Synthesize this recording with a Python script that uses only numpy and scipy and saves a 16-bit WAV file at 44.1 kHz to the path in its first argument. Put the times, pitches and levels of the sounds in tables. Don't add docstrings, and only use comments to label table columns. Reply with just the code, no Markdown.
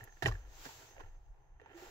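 import sys
import numpy as np
from scipy import signal
from scipy.fft import rfft, irfft, next_fast_len
from scipy.io import wavfile
from scipy.ndimage import map_coordinates

SR = 44100
rng = np.random.default_rng(int(sys.argv[2]) if len(sys.argv) > 2 else 0)


def convert_level_to_amplitude(level_db):
    exponent = np.asarray(level_db, float) / 20
    return 10 ** exponent


def put_to_file(sound):
    columns = np.atleast_2d(sound).T
    safe = np.clip(columns, -1, 1)
    whole_steps = np.round(safe * 32767)
    wavfile.write(sys.argv[1], SR, whole_steps.astype(np.int16))


N = 83790


def along(points, hz):
    point_hz, value = np.transpose(points)
    return np.interp(np.log(hz + 1), np.log(point_hz + 1), value)


def curve(rows):
    point_s, value = np.transpose(rows)
    return np.interp(np.arange(N) / SR, point_s, value)


def unit(x):
    return x / np.sqrt(np.mean(x ** 2) + 1e-20)


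def wobble(rate_hz):
    knots = rng.standard_normal(int(N * rate_hz / SR) + 4)
    return map_coordinates(knots, [np.arange(N) * rate_hz / SR])


def filtered(x, response):
    size = next_fast_len(N + SR // 2)
    hz = np.fft.rfftfreq(size, 1 / SR)
    return irfft(rfft(x, size) * response(hz), size)[..., :N]


def add(x, start_s, piece):
    part = x[..., round(start_s * SR):][..., :piece.shape[-1]]
    part += piece[..., :part.shape[-1]]


# centre_hz, width_hz, level_db
LID_MODES = [(340.7, 113, 8.5), (453, 62, 8), (649.5, 170, 8), (934, 281, -4.5), (1337, 120, -2),
             (1770, 550, 4), (2940, 510, -2.5), (3700, 640, -13.5)]


def plastic(f):
    modes = 0
    for k, (centre_hz, width_hz, level_db) in enumerate(LID_MODES):
        damping = 1j * f * width_hz
        modes = modes + (-1) ** k * convert_level_to_amplitude(level_db) * damping / (centre_hz ** 2 - f * f + damping)
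    dull_hz = 2470
    return modes / (1 + 1j * f / dull_hz)


def crisp(f):
    return 1j * f / (2000 + 1j * f) / (1 + 1j * f / 9000)


def contacts(rows, ring_db, rise_s):
    rap_db, crack_db = 15, -16
    unlike = .7
    ring, scrape, crack = np.zeros(N), np.zeros((2, N)), np.zeros((2, N))
    t = np.arange(SR // 8) / SR
    for start_s, level_db, pitch_hz, bright_db, scrape_s in rows:
        u = t / .0015 * np.sqrt(pitch_hz / 1800)
        pulse = u * np.exp(1 - u)
        add(ring, start_s, convert_level_to_amplitude(level_db + ring_db) * pulse * np.sin(2 * np.pi * pitch_hz * t))
        swell = (1 - np.exp(-t / rise_s)) * np.exp(-t / np.clip(scrape_s, .001, .05) * 2)
        noise = rng.standard_normal((2, 3, len(t))) * swell
        rough, sharp = noise[:, :1] + unlike * noise[:, 1:]
        rough[:, 0] = convert_level_to_amplitude(rap_db)
        add(scrape, start_s, convert_level_to_amplitude(level_db) * rough)
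        add(crack, start_s, convert_level_to_amplitude(level_db + bright_db + crack_db) * sharp)
    return ring + filtered(scrape, plastic) + filtered(crack, crisp)


# start_s, level_db, pitch_hz, bright_db, scrape_s
LATCH = [(.008, -47, 1770, 1, 0.0052), (.074, -51, 1770, -2, 0.015), (.214, -63, 2010, 9.5, 0.0079),
         (0.2227, -29, 1770, 3, 0.018), (.230, -39.5, 3700, 13, 0.013), (.240, -39.5, 1770, 7, 0.012),
         (.2515, -35, 1670, 9, 0.0062), (.258, -18, 1853, -7, 0.0075), (.2585, -27.5, 2940, -4, 0.0042),
         (.263, -33.5, 780, 9.5, 0.0146), (.267, -31, 1620, -9, 0.014), (.274, -39, 5636, 11, 0.025),
         (.282, -33, 1034, 2.5, 0.014), (.313, -41.5, 1155, 6.5, 0.0046), (0.321, -41, 1754, 4.5, 0.0058),
         (0.339, -49.5, 1750, 6, .004), (.353, -43.5, 1680, -15, 0.0018)]


def latch():
    return contacts(LATCH, ring_db=-4.5, rise_s=.0008)


# start_s, level_db, pitch_hz, bright_db,
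# scrape_s
KNOCKS = [(.6528, -42.5, 1540, 12, 0.0098), (.657, -45.5, 730, 7, 0.0067), (.662, -41.5, 268, -5, 0.013),
          (.691, -48, 880, -14, 0.0088), (.965, -51.5, 726, -5, 0.0059), (0.981, -46, 604, -8, 0.0026),
          (.993, -54, 760, 2, 0.012), (.999, -47, 1050, -4.5, 0.014), (1.004, -46, 1440, -2.5, 0.02),
          (1.010, -52.5, 380, -13, 0.012), (1.034, -52.5, 1780, -10.5, 0.0066),
          (1.058, -57.5, 800, -1, 0.008), (1.598, -54.5, 1860, -7, 0.014),
          (1.615, -50.5, 441, -1.5, 0.0033), (1.66, -48.5, 900, -7, 0.0046),
          (0.033, -49.5, 1770, -7, 0.0036), (.093, -54.5, 1770, -18, 0.0034),
          (0.124, -55.5, 1730, 5, 0.0034), (.169, -53, 1770, -10, .008)]


def knocks():
    return contacts(KNOCKS, ring_db=-6, rise_s=.0002)


# start_s, level_db, pitch_hz, rise_s, t60_s
THUMPS = [(0.011, -33.5, 109, 0.018, 0.094), (0.226, -28.5, 116.7, 0.012, 0.11),
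          (0.248, -25, 110.6, 0.0021, 0.091), (.272, -24.5, 110.4, 0.0045, 0.17),
          (0.236, -52, 41, 0.0099, 0.18), (0.281, -30, 41.1, 0.016, 0.43), (0.319, -34, 87.7, 0.0056, 0.18),
          (0.399, -42, 50.9, 0.013, 0.32), (0.659, -53.5, 126, 0.0047, 0.12),
          (1.022, -39, 93.8, 0.023, 0.12), (1.738, -41, 340, 0.017, 0.18), (1.82, -38, 362, 0.0087, 0.072)]


def thumps():
    x, t = np.zeros(N), np.arange(SR // 2) / SR
    for start_s, level_db, pitch_hz, rise_s, t60_s in THUMPS:
        onset = 1 - np.exp(-(t / rise_s) ** 2)
        decay = convert_level_to_amplitude(level_db - 60 * t / t60_s)
        add(x, start_s, decay * onset * np.sin(2 * np.pi * pitch_hz * t))
    return x


# freq_hz, likeness
ALIKE = [(60, 0.88), (300, 0.82), (1000, 0.17), (4000, 0.12)]


def rush(gain):
    def turn(hz):
        return np.arccos(np.clip(along(ALIKE, hz), -1, 1)) / 2

    def spread(hz):
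        return gain(hz) * [np.cos(turn(hz)), np.sin(turn(hz))]

    mid, side = filtered(rng.standard_normal((2, N)), spread)
    return unit(np.array([mid + side, mid - side]))


# time_s, level_db
AIR_FLOW = [(0, -75.5), (.1, -83.5), (.2, -78), (.33, -73.5), (.45, -84), (.55, -70.5), (.65, -61),
            (.75, -65.5), (.88, -70), (.96, -79.5), (1.05, -84.5), (1.2, -93), (1.6, -103), (1.74, -84),
            (1.775, -70), (1.84, -68), (1.9, -69.5)]
# freq_hz, density_db
HISS = [(290, -42), (500, -14.5), (835, -6.5), (1110, -9.5), (1530, -13.5), (6190, -15), (7600, -12),
        (9880, -25), (16700, -120)]


def damper():
    hiss_db = 14
    colour = HISS[1:-1] + [(16000, -8.5)]
    air = rush(lambda f: convert_level_to_amplitude(along(colour, f)) * f ** 2 / (f ** 2 + 600 ** 2))
    return convert_level_to_amplitude(curve(AIR_FLOW) + hiss_db + 0.29 * wobble(19.33)) * air


# time_s, level_db
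RUB = [(0, -57), (.1, -70), (.2, -74), (.3, -53), (.45, -68.5), (.6, -63), (.7, -62.5), (.9, -64),
       (1.05, -65), (1.2, -79.5), (1.58, -78.5), (1.63, -64), (1.7, -61), (1.77, -58), (1.8, -59),
       (1.84, -53.5), (1.9, -59.5)]


def rub():
    slips_per_s, spread_db, rub_db = 2500, 2, -3.5
    draw = rng.random((2, N))
    happens = draw[0] < slips_per_s / SR
    strength = convert_level_to_amplitude(-spread_db * np.log(draw[1] + 1e-9))
    slips = happens * strength * rng.standard_normal(N)
    return convert_level_to_amplitude(curve(RUB) + rub_db + 1.12 * wobble(40.12)) * unit(filtered(slips, plastic))


# freq_hz, level_db
NAIL = [(4000, -29), (5500, -21.5), (7500, -14), (11000, -2.5), (16000, -2.5)]


def nail():
    start_s, level_db, t60_s = .040, -37, .02
    x, t = np.zeros(N), np.arange(SR // 8) / SR
    add(x, start_s, convert_level_to_amplitude(level_db - 60 * t / t60_s) * rng.standard_normal(len(t)))
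    return filtered(x, lambda f: convert_level_to_amplitude(along(NAIL, f)))


# freq_hz, t60_s
SEATS = [(300, .04), (8000, .025)]


def seats(x):
    hz, t, z = signal.stft(rng.standard_normal((2, SR // 6)), SR, nperseg=128)
    hz = hz[:, None]
    fading = z * convert_level_to_amplitude(-60 * t / along(SEATS, hz)) * (hz > 250)
    tail = signal.istft(fading, SR, nperseg=128)[1]
    late = np.pad(x, (60, 0))[None]
    return signal.fftconvolve(late, tail / np.linalg.norm(tail[0]), axes=1)[:, :N]


# time_s, level_db
SWAY = [(0, -59), (.19, -63), (.3, -61), (.45, -56), (.62, -58), (.72, -67.5), (.9, -74), (1.0, -54.5),
        (1.06, -53.5), (1.15, -51), (1.24, -63.5), (1.3, -54), (1.4, -62.5), (1.55, -59), (1.7, -73.5),
        (1.9, -63)]
# freq_hz, density_db
BOOM = [(10, -22.5), (18, 2), (45, -3), (70, -25.5), (120, -49.5), (300, -120)]


def boom():
    return convert_level_to_amplitude(curve(SWAY) + wobble(17)) * rush(lambda f: convert_level_to_amplitude(along(BOOM, f)))


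# time_s, level_db
WHINE_LEVEL = [(0, -77.5), (.9, -70), (1.3, -92.5), (1.9, -81.5)]


def whine():
    pitch_hz, width_hz = 6270, 270
    tone = rush(lambda f: 1 / (1 + ((f - pitch_hz) / width_hz) ** 4))
    return convert_level_to_amplitude(curve(WHINE_LEVEL) + 2.9 * wobble(24.83)) * tone


# freq_hz, density_db
HUM = [(40, -31), (70, -5), (130, -11), (170, -23.5), (300, -100)]
# freq_hz, density_db
STILL_AIR = [(200, -38.5), (270, -13.5), (350, -3.5), (570, -8.5), (830, 3), (1170, -11), (1900, -16.5),
             (4000, -34.5)]


def cabin():
    hum_db, air_db = -70, -74.5
    hum = convert_level_to_amplitude(hum_db + 1.3 * wobble(3.3)) * rush(lambda f: convert_level_to_amplitude(along(HUM, f)))
    air = convert_level_to_amplitude(air_db + 0.98 * wobble(11.25)) * rush(lambda f: convert_level_to_amplitude(along(STILL_AIR, f)))
    return hum + air


# freq_hz, left_over_right_db
PORTS = [(150, 1.3), (300, -6.5), (600, 1), (1200, -11), (2500, -9.5), (5000, -20), (12000, 1.5)]


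def scene():
    lead_s, wet_db = .00015, -2.5
    side = np.array([[1], [-1]])

    def ports(f):
        return convert_level_to_amplitude(side * along(PORTS, f) / 2) * np.exp(side * 1j * np.pi * f * lead_s)

    lid = latch() + knocks() + rub() + nail()
    direct = filtered(lid + thumps(), ports)
    answer = convert_level_to_amplitude(wet_db) * seats(lid.mean(axis=0))
    return direct + answer + damper() + boom() + whine() + cabin()


def top_cut(x):
    return signal.sosfilt(signal.butter(12, 16270, fs=SR, output="sos"), x)


# freq_hz, level_db
MIC = [(7500, 0.5), (8000, -9.5), (8250, -28), (8900, -11), (9500, -15), (10200, -2), (15750, -10.5),
       (15900, -68.5)]


def record(dry):
    mix = filtered(dry, lambda f: convert_level_to_amplitude(along(MIC, f)))
    return top_cut(mix)


dry = scene()
out = record(dry)
put_to_file(out)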